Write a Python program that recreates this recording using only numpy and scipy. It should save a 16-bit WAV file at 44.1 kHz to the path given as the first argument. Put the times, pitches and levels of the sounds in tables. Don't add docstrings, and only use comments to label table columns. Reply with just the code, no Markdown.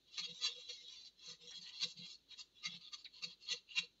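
import sys
import numpy as np
from scipy import signal
from scipy.fft import rfft, irfft
from scipy.io import wavfile
from scipy.ndimage import uniform_filter1d, map_coordinates

SR = 44100
rng = np.random.default_rng(int(sys.argv[2]) if len(sys.argv) > 2 else 0)


def generate_wav(signal):
    frames = np.transpose(np.atleast_2d(signal))
    scaled = np.clip(frames, -1, 1) * 32767
    pcm = np.round(scaled).astype(np.int16)
    wavfile.write(sys.argv[1], SR, pcm)


N = 176400
T = np.arange(N) / SR
HZ = np.maximum(np.arange(N // 2 + 1) * SR / N, 1)
STROKE_N = 12288
STROKE_T = (np.arange(STROKE_N) - STROKE_N // 2) / SR
STROKE_HZ = np.maximum(np.arange(STROKE_N // 2 + 1) * SR / STROKE_N, 1)

# peak t/s, level/dB, rise/s, fall/s, stick ring/dB, body/dB, treble/dB
DIGS = [(0.186, -40, 0.011, 0.024, 0, 4, -3.5), (0.453, -35, 0.03, 0.029, 0, -2.5, -6.5),
        (0.696, -45.5, 0.0066, 0.022, -1, 0, -7.5), (1.302, -51.5, 0.054, 0.039, 1, 1, -1),
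        (1.837, -35, 0.026, 0.015, 4, -3.5, -9), (2.66, -41.5, 0.021, 0.018, 3.5, 4.5, -7.5),
        (2.941, -46, 0.015, 0.015, 1, -1, -5), (3.24, -43, 0.016, 0.015, 5, 0.5, -4),
        (3.52, -37.5, 0.02, 0.02, 8, -1, -5.5), (3.785, -33.5, 0.021, 0.014, 13.5, 1, -6.5)]
# start t/s, length/s, level/dB, tip hollow first f/Hz, last f/Hz, treble/dB
SMEARS = [(0.077,0.073,-70.5,3930,4010,-1), (0.139,0.034,-56,4030,4080,-0.5),
          (0.235,0.024,-47,4020,4180,-3), (.29,.024,-53,3780,3820,0.5), (0.342,.054,-58,3900,3940,6.5),
          (0.484,0.046,-52.5,3560,3750,-3), (0.554,0.18,-57.5,3830,4120,2.5), (0.731,0.026,-57,4110,4230,7),
          (0.765,0.12,-60,4130,3650,3.5), (0.873,0.071,-57,4040,3800,3), (0.961,.12,-58,4200,3860,0.5),
          (1.193,.072,-62.5,4070,3990,3), (1.414,0.044,-61.5,3800,3840,-1), (1.476,.043,-55.5,3950,3800,5),
          (1.548,0.035,-53,4120,4290,1), (1.62,0.074,-55,4450,3800,1), (1.738,.073,-54,4090,4050,-2.5),
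          (1.867,0.056,-56.5,4100,4190,8.5), (1.978,0.086,-55,4060,4080,-4.5),
          (2.062,0.092,-56.5,3990,4350,4), (2.311,0.028,-57,3930,4150,-5), (2.391,0.021,-52,4380,4220,3.5),
          (2.566,0.066,-67,3410,4260,-2.5), (2.693,0.073,-54.5,3390,4180,-7),
          (2.814,0.074,-60.5,4000,4220,-9.5), (2.982,0.031,-61,4150,4730,-8),
          (3.144,0.053,-60,4310,4100,-6.5), (3.268,0.067,-58.5,4260,4050,-4.5),
          (3.423,0.047,-61.5,4200,4350,0.5), (3.487,0.028,-47,4190,4290,-9),
          (3.544,0.033,-55.5,4200,4030,-16.5), (3.698,0.059,-62.5,3940,4300,-4),
          (3.814,0.031,-53.5,4180,3870,-11)]
# start t/s, length/s, first f/Hz, last f/Hz, width/Hz, level/dB
AIR_POCKETS = [(0.726,0.1,2204,2104,70,-72.5), (1.509,0.034,1500,2050,1200,-68),
               (1.617,0.14,1830,2014,130,-76), (1.656,.065,3010,2830,600,-59.5),
               (1.606,0.18,950,1090,250,-80), (2.312,0.035,2670,1860,600,-69),
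               (2.84,0.043,3800,3420,302,-61), (3.044,.028,4330,3540,630,-53),
               (3.048,0.022,2750,2100,500,-61.5), (3.681,.066,2760,2900,298,-60)]
# peak t/s, half length/s, low note level/dB, upper note level/dB
FLEXES = [(0.226, 0.024, -67.5, -87), (0.292, 0.02, -76, -63.5), (0.32, 0.019, -60.5, -71),
          (0.479, 0.066, -92, -67.5), (0.579, .022, -82, -64), (0.707, 0.016, -83, -59.5),
          (0.841, 0.02, -84, -70.5), (1.314, 0.039, -69.5, -69.5), (1.438, 0.032, -74.5, -70.5),
          (1.479, 0.023, -75.5, -69), (1.603, 0.046, -72.5, -91.5), (1.856, 0.025, -58, -63.5),
          (2.01, 0.037, -59.5, -76), (2.68, 0.019, -60.5, -85), (2.75, 0.041, -62.5, -79.5),
          (3.265, 0.038, -64.5, -72.5), (3.534, 0.02, -65, -55.5), (3.799, 0.02, -61, -81.5),
          (3.841, 0.019, -69.5, -68)]
# f/Hz, height/dB
MODES = [(1030, 14.5), (1230, 16), (1650, 2), (1965, 2.5), (2150, 10.5), (2745, 17.5), (3000, 8.5),
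         (3335, 15.5), (3590, 5.5), (3805, 5.5), (3990, 9.5), (4315, 8), (4460, 9), (4695, -0.5),
         (5260, 15.5)]
# f/Hz, level/dB
DIG_SPECTRUM = [(100, -39), (600, -36.5), (770, -32), (1150, -18.5), (1470, -26), (1850, -17), (2600, -9.5),
                (3100, -14.5), (4150, 2), (4650, -2), (4950, -12), (5700, -5.5), (6300, -3), (7000, -11),
                (7500, -17.5)]
# f/Hz, level/dB
SMEAR_SPECTRUM = [(100, -34.5), (350, -27.5), (650, -45), (900, -22), (1500, -30), (2400, -14),
                  (2750, -9.5), (3200, -7.5), (4100, 0), (4550, -0.5), (4900, -11), (5700, -9.5),
                  (6300, -7), (6800, -15.5), (7500, -20.5)]
# f/Hz, level/dB
THUD_SPECTRUM = [(50, -39.5), (120, 10.5), (220, 21.0), (330, -35.5), (600, -16), (1500, -88.5)]
# f/Hz, level/dB
HISS_SPECTRUM = [(30, -25), (70, -8), (400, -7.5), (700, -20.5), (2200, -22), (3000, -14.5), (4100, -5.5),
                 (5000, -23), (6300, -19), (7500, -27.5)]

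MODE_WIDTH_HZ, SMEAR_REF_HZ = 62, 4040
STICK_HZ, STICK_WIDTH_HZ = 2750, 170
BODY_EDGE_HZ, TREBLE_EDGE_HZ = 3200, 5000
HOLLOW_DB, HOLLOW_WIDTH_HZ = 10, 220
COARSE_DB, COARSE_HZ = 2.4, 190
FINE_DB, FINE_HZ = 4.8, 115
CONTACT_S = .045


def digs():
    out, base_db = np.zeros(N), contour(DIG_SPECTRUM, STROKE_HZ)
    for at, db, rise, fall, ring_db, body_db, treble_db in DIGS:
        tone_db = base_db + stick_and_tray(ring_db, body_db, treble_db)
        rasp = friction(tone_db, slips_per_s=560, scatter_db=2.5, rub=0.3)
        add(out, rasp, undb(db) * swell(at, rise, fall, shape=1.65), at)
    return out


def smears(attack_s=0.013, release_s=0.0093):
    out = np.zeros(N)
    for start, length, db, first_hz, last_hz, treble_db in SMEARS:
        centre_hz = (first_hz + last_hz) / 2
        base_db = contour(SMEAR_SPECTRUM, STROKE_HZ * SMEAR_REF_HZ / centre_hz)
        tone_db = base_db + stick_and_tray(0, 0, treble_db)
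        glide = ([-length / 2, length / 2], [first_hz, last_hz])
        crackle = friction(tone_db, slips_per_s=650, scatter_db=1.5, rub=0.45, hollow_glide=glide)
        fade = np.maximum(start - T, 0) / attack_s + np.maximum(T - start - length, 0) / release_s
        add(out, crackle, undb(db) * np.exp(-np.minimum(fade, 20)), start + length / 2)
    return out


def friction(tone_db, slips_per_s, scatter_db, rub, hollow_glide=None):
    slips = rng.random(STROKE_N) < slips_per_s / SR
    strength = undb(scatter_db * rng.standard_normal(STROKE_N))
    force = unit(slips * strength) + rub * rng.standard_normal(STROKE_N)
    stroke_db = tone_db + COARSE_DB * ripple(COARSE_HZ)
    sound = np.zeros(STROKE_N)
    for at in CONTACT_S * np.arange(-3, 4):
        hollow_db = HOLLOW_DB * peak(np.interp(at, *hollow_glide), HOLLOW_WIDTH_HZ) if hollow_glide else 0
        contact = np.clip(.5 + 2 * (.5 - np.abs(STROKE_T - at) / CONTACT_S), 0, 1)
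        sound += colour(force * contact, stroke_db + hollow_db + FINE_DB * ripple(FINE_HZ))
    power = uniform_filter1d(sound ** 2, size=700, mode="wrap")
    return sound / np.sqrt(power)


def stick_and_tray(ring_db, body_db, treble_db):
    modes_db = sum(db * peak(hz, MODE_WIDTH_HZ) for hz, db in MODES)
    stick = np.exp(-((STROKE_HZ - STICK_HZ) / STICK_WIDTH_HZ) ** 2)
    body = (1 - stick) / (1 + (STROKE_HZ / BODY_EDGE_HZ) ** 12)
    treble = 1 / (1 + (TREBLE_EDGE_HZ / STROKE_HZ) ** 24)
    return modes_db + ring_db * stick + body_db * body + treble_db * treble


def squelches(slips_per_s=700):
    out = np.zeros(N)
    for start, length, first_hz, last_hz, width_hz, db in AIR_POCKETS:
        half = length / 2
        pitch_hz = np.interp(STROKE_T, [-half, half], [first_hz, last_hz])
        phase = 2 * np.pi * np.cumsum(pitch_hz) / SR
        slips = (rng.random(STROKE_N) < slips_per_s / SR) * rng.standard_normal(STROKE_N)
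        pole = np.exp(-np.pi * width_hz / SR)
        baseband = signal.lfilter([1], np.poly([pole, pole]), slips * np.exp(-1j * phase))
        ring = (baseband * np.exp(1j * phase)).imag
        ring /= np.std(ring[np.abs(STROKE_T) < half])
        add(out, ring, undb(db) * swell(start + half, half, half, shape=7.0), start + half)
    return out


def tray_flexes(low_hz=171.3, upper_hz=486.7, thud_re_low_db=-20.5):
    low, upper = tray_note(low_hz), tray_note(upper_hz)
    thud = undb(thud_re_low_db) * noise(THUD_SPECTRUM)
    out = np.zeros(N)
    for at, half, low_db, upper_db in FLEXES:
        flex = undb(low_db) * (low + thud) + undb(upper_db) * upper
        out += swell(at, half, half, shape=2.1) * flex
    return out


def tray_note(hz, wander_hz=6.8, roughness=0.44):
    phase = 2 * np.pi * np.cumsum(hz + wander_hz * drift(cutoff_hz=38)) / SR
    return np.sqrt(2) * np.sin(phase) * (1 + roughness * drift(cutoff_hz=46))


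def reflections(x, t60_s, db):
    t = T[:SR // 2]
    tail = rng.standard_normal(len(t)) * undb(-60 * t / t60_s) * (t > .002)
    return undb(db) * signal.fftconvolve(x, tail / np.linalg.norm(tail))[:N]


def background(hiss_db=-76.5, hum_db=-90, hum_hz=49.3):
    hum = np.sqrt(2) * np.sin(2 * np.pi * hum_hz * T)
    return undb(hiss_db) * noise(HISS_SPECTRUM) + undb(hum_db) * hum


def undb(db):
    return np.exp(np.asarray(db) * np.log(10) / 20)


def unit(x):
    return x / np.sqrt(np.mean(x ** 2))


def contour(points, at_hz=HZ):
    hz, db = np.array(points).T
    return np.interp(np.log(at_hz), np.log(hz), db)


def peak(hz, width_hz):
    return 1 / (1 + (2 * (STROKE_HZ - hz) / width_hz) ** 2)


def ripple(spacing_hz):
    heights = unit(rng.uniform(-1, 1, size=400))
    return map_coordinates(heights, [STROKE_HZ / spacing_hz], mode="mirror")


def colour(x, db):
    n = len(x)
    cepstrum = irfft(db * np.log(10) / 20, n)
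    cepstrum[1:n // 2] *= 2
    cepstrum[n // 2 + 1:] = 0
    return irfft(rfft(x) * np.exp(rfft(cepstrum)), n)


def noise(spectrum):
    return unit(colour(rng.standard_normal(N), contour(spectrum)))


def drift(cutoff_hz):
    return unit(irfft(rfft(rng.standard_normal(N)) / (1 + (HZ / cutoff_hz) ** 4), N))


def swell(peak_s, rise_s, fall_s, shape):
    away = np.where(T < peak_s, (peak_s - T) / rise_s, (T - peak_s) / fall_s)
    gain, near = np.zeros(N), away < 10
    gain[near] = undb(-10 * away[near] ** shape)
    return gain


def add(out, sound, envelope, centre_s):
    index = int(centre_s * SR) - len(sound) // 2 + np.arange(len(sound))
    inside = (index >= 0) & (index < N)
    out[index[inside]] += sound[inside] * envelope[index[inside]]


def scene():
    scrape = digs() + smears() + squelches()
    rim = reflections(scrape, t60_s=0.036, db=-3)
    room = reflections(scrape, t60_s=0.19, db=-10)
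    return (scrape + rim + room + tray_flexes() + background())[None]


def record(dry, mic_top_hz=7560, hiss_db=-91.5, recorder_top_hz=15700):
    mic = signal.ellip(12, .2, 70, mic_top_hz, fs=SR, output="sos")
    recorder = signal.ellip(10, .2, 70, recorder_top_hz, fs=SR, output="sos")
    hiss = undb(hiss_db) * rng.standard_normal(N)
    return signal.sosfilt(recorder, signal.sosfilt(mic, dry) + hiss)


dry = scene()
out = record(dry)
generate_wav(out)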